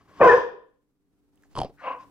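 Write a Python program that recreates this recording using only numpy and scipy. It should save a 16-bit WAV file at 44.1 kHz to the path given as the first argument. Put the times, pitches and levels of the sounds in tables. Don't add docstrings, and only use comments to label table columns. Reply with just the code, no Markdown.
import sys
import numpy as np
from scipy import signal
from scipy.fft import rfft, irfft, next_fast_len
from scipy.io import wavfile
from scipy.ndimage import uniform_filter1d, minimum_filter1d, map_coordinates

SR = 44100
rng = np.random.default_rng(int(sys.argv[2]) if len(sys.argv) > 2 else 0)


def volts_from_decibels(level):
    exponent = np.asarray(level, float) / 20
    return 10 ** exponent


def wrap_up_sound(samples):
    columns = np.atleast_2d(samples).T
    tamed = np.clip(columns, -1, 1)
    steps = np.round(tamed * 32767).astype(np.int16)
    wavfile.write(sys.argv[1], SR, steps)


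N = 92610


def unit(x):
    return x / np.sqrt(np.mean(x ** 2) + 1e-20)


def along(points, hz):
    f, value = np.transpose(points)
    return np.interp(np.log(hz + 1), np.log(f + 1), value)


def curves(rows):
    s, *columns = np.transpose(rows)
    return [np.interp(np.arange(N) / SR, s, column) for column in columns]


def inside(rows):
    t = np.arange(N) / SR
    gate = 1. * (t > rows[0][0]) * (t < rows[-1][0])
    return uniform_filter1d(gate, size=200)


def wobble(rate):
    knots = rng.standard_normal(int(N * rate / SR) + 4)
    return map_coordinates(knots, [np.arange(N) * rate / SR])


def filtered(x, response):
    m = next_fast_len(N + SR // 2)
    return irfft(rfft(x, m) * response(np.fft.rfftfreq(m, 1 / SR)), m)[..., :N]


def tract(x, peaks):
    def response(f):
        total = 0
        for k, (centre, width, db) in enumerate(peaks):
            damping = 1j * f * width
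            total = total + (-1) ** k * volts_from_decibels(db) * damping / (centre ** 2 - f ** 2 + damping)
        return total
    return filtered(x, response)


def dull(x, top_hz):
    return filtered(x, lambda hz: 1 / (1 + 1j * hz / top_hz) / (1 + (hz / top_hz) ** 6))


def tone(rows, jitter):
    pitch, level_db = curves(rows)
    phase = 2 * np.pi * np.cumsum(pitch * (1 + jitter * wobble(150))) / SR
    return np.sin(phase) * volts_from_decibels(level_db + 0.46 * wobble(90)) * inside(rows)


def air(rows, peaks, rough_db):
    flow = volts_from_decibels(curves(rows)[0] + rough_db * wobble(50))
    return unit(tract(rng.standard_normal(N), peaks)) * flow * inside(rows)


def widen(pair):
    # f/Hz, left-right likeness (0-1)
    alike = [(40, 0.41), (200, 0.37), (1000, 0.64), (2000, 0.008), (5000, 0.011)]

    def weights(hz):
        angle = np.arccos(along(alike, hz)) / 2
        return np.array([np.cos(angle), np.sin(angle)])
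    mid, side = filtered(pair, weights)
    return np.array([mid + side, mid - side])


def room(x, wet_db):
    # f/Hz, t60/s
    decay = [(60, 0.31), (200, 0.64), (450, 0.46), (1000, 0.45), (1800, 0.43), (3500, 0.48), (8000, 0.27)]
    shift_s, scatter = 0.05, 1.1
    turn = np.pi / 2 * np.arange(N) / SR / shift_s + scatter * wobble(90)
    hz, t, z = signal.stft(rng.standard_normal((2, 2, SR)), SR, nperseg=256)
    tails = signal.istft(z * volts_from_decibels(-60 * t / along(decay, hz)[:, None]), SR, nperseg=256)[1]
    tails = tails / np.linalg.norm(tails[0, 0])
    parts = x * np.array([np.cos(turn), np.sin(turn)])
    parts = np.pad(parts, ((0, 0), (200, 0)))
    wet = signal.fftconvolve(parts[:, None], tails, axes=2).sum(0)[:, :N]
    return x + volts_from_decibels(wet_db) * widen(wet)


def bark():
    # t/s, pitch f/Hz, effort level/dB, roughness (0-1), mouth opening (0-1)
    voice = [
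        (0.194, 559.6, -40.5, 0.29, 0),
        (0.212, 570.7, -7.5, 0.57, 0.65),
        (0.232, 526.4, -5.5, 0, 0.64),
        (0.296, 492.7, -13, 0, 0.3),
        (0.306, 465.2, -14, 0.4, 0.4),
        (0.336, 490.2, -12.5, 0.4, 0.8),
        (0.355, 476, -24.5, .5, .5),
        (0.392, 501, -25.5, 0.5, 0.5),
    ]
    # f/Hz, width/Hz, level/dB
    throat_start = [(484, 730, -10), (1060, 208, 6), (1620, 160, -6.5), (2460, 130, -30), (2963, 680, -29)]
    throat_end = [(445, 200, -12), (1036, 54, -6.5), (1515, 140, -10), (1760, 120, -5), (2490, 270, -15.5),
                  (3500, 170, -46.5)]
    # f/Hz, width/Hz, level/dB
    hoarse_peaks = [(154, 80, -14.5), (254, 120, -10), (323.7, 130, -2.5), (439, 140, 3.5), (700, 200, 0.5),
                    (1197, 120, -4), (1456, 570, -11)]
    jitter, shimmer_db, halving = 0.045, 2, 0.12
    bark_db, hoarse_db, chest_db = -0.5, -7.5, -31
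    pitch, effort_db, rough, opening = curves(voice)
    cycles = np.cumsum(pitch * (1 + jitter * wobble(220))) / SR
    pulses = sum(np.cos(2 * np.pi * k * cycles) for k in range(1, 19))
    pulses = pulses * (1 + halving * np.cos(np.pi * cycles))
    pulses = unit(pulses * volts_from_decibels(shimmer_db * wobble(120)))
    breath = unit(rng.standard_normal(N) * (1 + np.cos(2 * np.pi * cycles)))
    source = np.sqrt(1 - rough) * pulses + np.sqrt(rough) * breath
    effort = volts_from_decibels(effort_db) * inside(voice)
    drive = source * volts_from_decibels(bark_db) * effort / np.std(tract(source, throat_start))
    hoarse = unit(dull(tract(breath, hoarse_peaks), 1800)) * volts_from_decibels(hoarse_db) * effort
    chest = unit(tract(rng.standard_normal(N), [(57.4, 40, 0.5), (144, 30, 2.5)])) * volts_from_decibels(chest_db) * effort
    throat = tract(drive * (1 - opening), throat_start) + tract(drive * opening, throat_end)
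    return throat + chest + hoarse


def larynx():
    # t/s, f/Hz, level/dB
    hoot = [
        (0.207, 565, -14.5),
        (0.222, 530, -4),
        (0.243, 405.2, -15.5),
        (0.262, 492.6, -9),
        (0.285, 475.2, -9),
        (0.3, 422, -16.5),
        (0.325, 474.2, -9.5),
        (0.352, 499, -15),
        (0.392, 472, -25),
    ]
    # t/s, f/Hz, level/dB
    squeak = [
        (.285, 1903, -32),
        (.294, 1793, -14),
        (.308, 1725, -14),
        (.345, 1694, -26.5),
        (.375, 1780, -45.5),
    ]
    t = np.clip(np.arange(N) / SR - 0.205, 0, None)
    pop_level = volts_from_decibels(-12.5 - 60 * t / 0.065) * (1 - np.exp(-t / 0.0035))
    burst = tract(rng.standard_normal(N), [(176, 180, -4.0), (412, 640, 0.0), (670, 300, -2.5)])
    pop = pop_level * unit(dull(burst, 980))
    return volts_from_decibels(-1.0) * tone(hoot, 0.03) + tone(squeak, 0.022) + pop


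def rasp():
    # t/s, level/dB
    flow = [
        (.1, -80.5),
        (.16, -69),
        (.2, -68.5),
        (.212, -55),
        (.228, -55),
        (.24, -43),
        (.3, -46.5),
        (.35, -50),
        (.42, -63),
    ]
    # f/Hz, width/Hz, level/dB
    teeth = [(3000, 700, 3), (3590, 600, 2.5), (4932, 600, 1.5), (6205, 800, -1), (7900, 1300, -9),
             (11340, 500, -26)]
    return volts_from_decibels(-1.5) * air(flow, teeth, rough_db=2.5)


def breaths():
    # t/s, level/dB
    intake = [
        (0, -60.5),
        (.07, -67.5),
        (.085, -57),
        (.13, -58.5),
        (.19, -52),
        (.21, -79.5),
    ]
    huff_flow = [
        (1.76, -89.5),
        (1.785, -58),
        (1.845, -35),
        (1.875, -29),
        (1.92, -35),
        (1.95, -40),
        (1.98, -51.5),
        (2.045, -59),
        (2.065, -85),
    ]
    sniff = [
        (1.985, -72.5),
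        (2.01, -59.5),
        (2.04, -66),
        (2.07, -83.5),
    ]
    # t/s, opening (0-1)
    jaw = [
        (1.84, 1),
        (1.875, .1),
        (1.93, 0),
        (1.96, 0.02),
        (2.0, 0.02),
    ]
    # f/Hz, width/Hz, level/dB
    mouth_narrow = [(270, 29, -8), (494, 57, -5), (676, 172, -5.5), (1049, 110, 2.5), (1430, 590, -13.5),
                    (2320, 520, -16.5), (2780, 295, -17.5), (4530, 3400, -42)]
    mouth_wide = [(285, 45, -16.5), (515, 69, -8), (742, 177, -2.5), (1170, 111, 1.5)]
    nose = [(110, 140, 3), (503, 1700, -3.5), (1100, 83, 7), (1622, 160, -10.5), (2570, 3000, -17.5),
            (5000, 4000, -24)]
    nostril = [(3450, 1200, -3.5), (4960, 470, 0.5), (6400, 1200, -5)]
    lips = [(1487, 240, 9), (2290, 1160, -10.5), (3840, 416, -18)]
    # t/s, f/Hz, level/dB
    whistle = [
        (1.85, 1060, -52.5),
        (1.878, 1032, -47),
        (1.895, 1032, -49.5),
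        (1.912, 1048, -35),
        (1.928, 1060, -39),
        (1.945, 1086, -38.5),
        (1.97, 1036, -44.5),
        (2.04, 1047, -49.5),
        (2.065, 1066, -66),
    ]
    huff_hz, voiced_share, jitter = 522, 0.08, 0.045
    flutter_hz, flutter_peak_s, flutter_depth_db = 31.5, 1.878, 2.5
    lips_part_s, parting_s = 1.84, 0.04
    t = np.arange(N) / SR
    flutter_db = flutter_depth_db * np.cos(2 * np.pi * flutter_hz * (t - flutter_peak_s)) + 2.0 * wobble(60)
    cycles = np.cumsum(huff_hz * (1 + jitter * wobble(100))) / SR
    voice = unit(sum(np.cos(2 * np.pi * k * cycles) for k in range(1, 7)))
    source = np.sqrt(voiced_share) * voice + np.sqrt(1 - voiced_share) * rng.standard_normal(N)
    fluttering = source * volts_from_decibels(flutter_db)
    wide = curves(jaw)[0]
    mouth = tract(fluttering * (1 - wide), mouth_narrow[:4]) + tract(fluttering * wide, mouth_wide)
    mouth = unit(mouth + tract(source, mouth_narrow[4:]))
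    parted = np.clip((t - lips_part_s) / parting_s + 1, 0, 1)
    huff = parted * mouth + (1 - parted) * unit(tract(rng.standard_normal(N), lips))
    huff = huff * volts_from_decibels(curves(huff_flow)[0] + 1.0) * inside(huff_flow)
    sniffing = air(sniff, nostril + lips, rough_db=2)
    return huff + air(intake, nose, rough_db=1.5) + sniffing + tone(whistle, 0.03)


def snort():
    # t/s, peak level/dB, mouth pitch f/Hz, ring t60/s, wet smack level/dB
    flaps = [
        (1.553, -27, 1040, 0.013, -41),
        (1.565, -22.5, 1060, 0.024, -40),
        (1.574, -19, 1022, 0.026, -38.5),
        (1.582, -20.5, 593, 0.014, -48),
        (1.589, -17, 936, 0.02, -27),
        (1.602, -15, 874, 0.0077, -34),
        (1.616, -13.5, 765, 0.034, -30),
        (1.633, -22, 710, 0.02, -38.5),
        (1.647, -19, 533.5, 0.024, -44.5),
        (1.696, -44.5, 460, 0.051, -60),
    ]
    # f/Hz, level/dB, t60/s
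    overtones = [(3173, 0.5, 0.018), (4596, -4, .015), (8500, -16.5, .008)]
    # t/s, peak level/dB, rise t60/s
    squeezes = [
        (1.565, -47.5, 0.033),
        (1.588, -37.5, .04),
        (1.615, -49, 0.054),
    ]
    # f/Hz, level/dB per Hz
    spit_spectrum = [(40, 1.5), (140, 1.5), (760, 3), (1600, -24.5), (3000, -25), (5000, -26), (7000, -47),
                     (12000, -69)]
    # t/s, level/dB
    seep = [
        (1.5, -81.5),
        (1.55, -71.5),
        (1.6, -64),
        (1.65, -59),
        (1.69, -72),
        (1.72, -95.5),
    ]
    cheek_hz, cheek_db, cheek_t60 = 125, -11.5, 0.041
    spit_db, puff_t60, smack_db, smack_t60 = -29, 0.11, -7.5, 0.0092
    rings, puffs, fizz = np.zeros((3, N + SR))
    t = np.arange(SR // 8) / SR
    for s, db, hz, t60, wet_db in flaps:
        ring = np.sin(2 * np.pi * hz * t) * volts_from_decibels(db - 60 * t / t60)
        ring = ring + np.sin(2 * np.pi * cheek_hz * t) * volts_from_decibels(db + cheek_db - 60 * t / cheek_t60)
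        for f, over_db, over_t60 in overtones:
            level = volts_from_decibels(wet_db + over_db + 2 * rng.normal() - 60 * t / over_t60)
            ring = ring + level * np.sin(2 * np.pi * f * rng.normal(1, 0.037) * t)
        flap = slice(round(s * SR), round(s * SR) + len(t))
        rings[flap] += ring * (1 - np.exp(-t / 0.0006))
        puffs[flap] += volts_from_decibels(0.5 * db - 60 * t / puff_t60)
        fizz[flap] += volts_from_decibels(wet_db + smack_db - 60 * t / smack_t60)
    for s, db, rise_t60 in squeezes:
        fizz[:round(s * SR)][-len(t):] += volts_from_decibels(db - 60 * t / rise_t60)[::-1]
    spit = unit(filtered(rng.standard_normal(N), lambda hz: volts_from_decibels(along(spit_spectrum, hz))))
    smack_peaks = [(3120, 820, 0.5), (5050, 810, 1.0), (8570, 3000, -5), (11400, 1200, -9)]
    smack = unit(tract(rng.standard_normal(N), smack_peaks)) * volts_from_decibels(2.3 * wobble(900))
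    seeping = air(seep, [(2670, 770, -4), (5000, 550, -1)], rough_db=1.0)
    return rings[:N] + volts_from_decibels(spit_db) * puffs[:N] * spit + fizz[:N] * smack + seeping


def claws():
    # t/s, peak level/dB, f/Hz
    ticks = [
        (1.358, -56.5, 8500),
        (1.358, -67.5, 12030),
        (1.376, -60, 3000),
        (1.424, -57.5, 11550),
        (1.436, -49.5, 1684),
        (1.455, -59.5, 740),
        (.112, -49, 600),
    ]
    # t/s, level/dB
    rustle = [
        (1.33, -90.5),
        (1.37, -84),
        (1.41, -86),
        (1.445, -68.5),
        (1.48, -85),
        (1.54, -70),
    ]
    # f/Hz, width/Hz, level/dB
    leather = [(700, 600, 0), (1600, 1180, -1), (7000, 1200, -8)]
    out, t = np.zeros(N + SR), np.arange(SR // 20) / SR
    for s, db, hz in ticks:
        ring = np.sin(2 * np.pi * hz * t) * (1 - np.exp(-t * hz))
        scrape = hz / 30000 * rng.standard_normal(len(t))
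        fall = volts_from_decibels(db + 7.5 - 60 * t * hz / 12)
        out[round(s * SR):][:len(t)] += fall * (ring + scrape)
    return out[:N] + air(rustle, leather, rough_db=1) * volts_from_decibels(2.6 * wobble(300))


def gusts():
    # t/s, level/dB
    flow = [
        (.2, -70.5),
        (.215, -41.5),
        (.25, -54),
        (.31, -42),
        (.37, -71),
        (1.54, -88.5),
        (1.58, -56),
        (1.7, -65),
        (1.76, -88.5),
    ]
    return dull(rng.standard_normal((2, N)), 79) * volts_from_decibels(curves(flow)[0] + 23.5) * inside(flow)


def background():
    # t/s, level/dB
    gain = [
        (0, 5.5),
        (.2, 14.5),
        (.5, -3.5),
        (.92, -3),
        (1.15, 1),
        (1.5, 10),
        (1.75, 10),
        (2.1, 15.5),
    ]
    # f/Hz, level/dB rms
    partials = [(48.4, -90), (145.3, -86.5), (193.8, -89), (250, -88), (290.7, -78.5), (393.0, -86.5),
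                (436.0, -92), (484.5, -95.5)]
    # f/Hz, level/dB per Hz
    air_spectrum = [(20, -23.5), (50, -8), (110, -10.5), (280, -11), (460, -19.5), (1200, -25), (3000, -34),
                    (15000, -39.5)]
    air_db, hiss_db, waver_db = -77.5, -94, 2
    hum_follows = 0.75
    t, gain_db = np.arange(N) / SR, curves(gain)[0]
    hum = 0
    for hz, db in partials:
        phase = 2 * np.pi * (hz * t + rng.random() + 0.21 * wobble(34))
        hum = hum + volts_from_decibels(db + 4.5 + waver_db * wobble(1.3)) * np.sin(phase)
    hush = filtered(rng.standard_normal((2, N)), lambda hz: volts_from_decibels(along(air_spectrum, hz)))
    hush = unit(widen(hush)) * volts_from_decibels(air_db + 1.9 * wobble(51))
    hiss = volts_from_decibels(hiss_db) * rng.standard_normal((2, N))
    return volts_from_decibels(hum_follows * gain_db) * hum + volts_from_decibels(gain_db) * hush + hiss


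def scene():
    # f/Hz, half left-right level/dB
    left_far = [(300, 0.5), (1000, 0.5), (3000, 3.5), (9000, -1)]
    left_near = [(300, 0), (1000, 0.8), (3000, -1), (9000, -5)]
    # f/Hz, phase by which left leads/rad
    lead = [(100, 1), (1000, -0.49), (2300, -1), (8000, -1.6)]

    def ports(left):
        def response(hz):
            left_gain = volts_from_decibels(along(left, hz)) * np.exp(0.5j * along(lead, hz))
            return left_gain ** np.array([[1], [-1]])
        return response
    dogs = room(dull(bark() + larynx(), 4000), wet_db=-8)
    dogs = dogs + room(dull(breaths(), 7620), wet_db=-16.5)
    dogs = dogs + room(dull(rasp(), 9500), wet_db=2.5)
    near = room(dull(snort(), 11240) + claws(), wet_db=-34.5)
    return filtered(dogs, ports(left_far)) + filtered(near, ports(left_near)) + background() + gusts()


def roll_off(x):
    return signal.sosfilt(signal.butter(12, 15730, fs=SR, output="sos"), x)


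def record(dry):
    ceiling, whine_hz, whine_db = 0.84, 14990, -60
    needed = np.minimum(1, ceiling / (np.abs(dry).max(0) + 1e-9))
    held = dry * uniform_filter1d(minimum_filter1d(needed, size=500), size=400)
    loudness = uniform_filter1d(np.abs(dry).mean(0), size=600)
    phase = 2 * np.pi * whine_hz * np.arange(N) / SR + 0.6 * wobble(40)
    whine = volts_from_decibels(whine_db) * loudness * np.sin(phase)
    return roll_off(held + whine)


dry = scene()
out = record(dry)
wrap_up_sound(out)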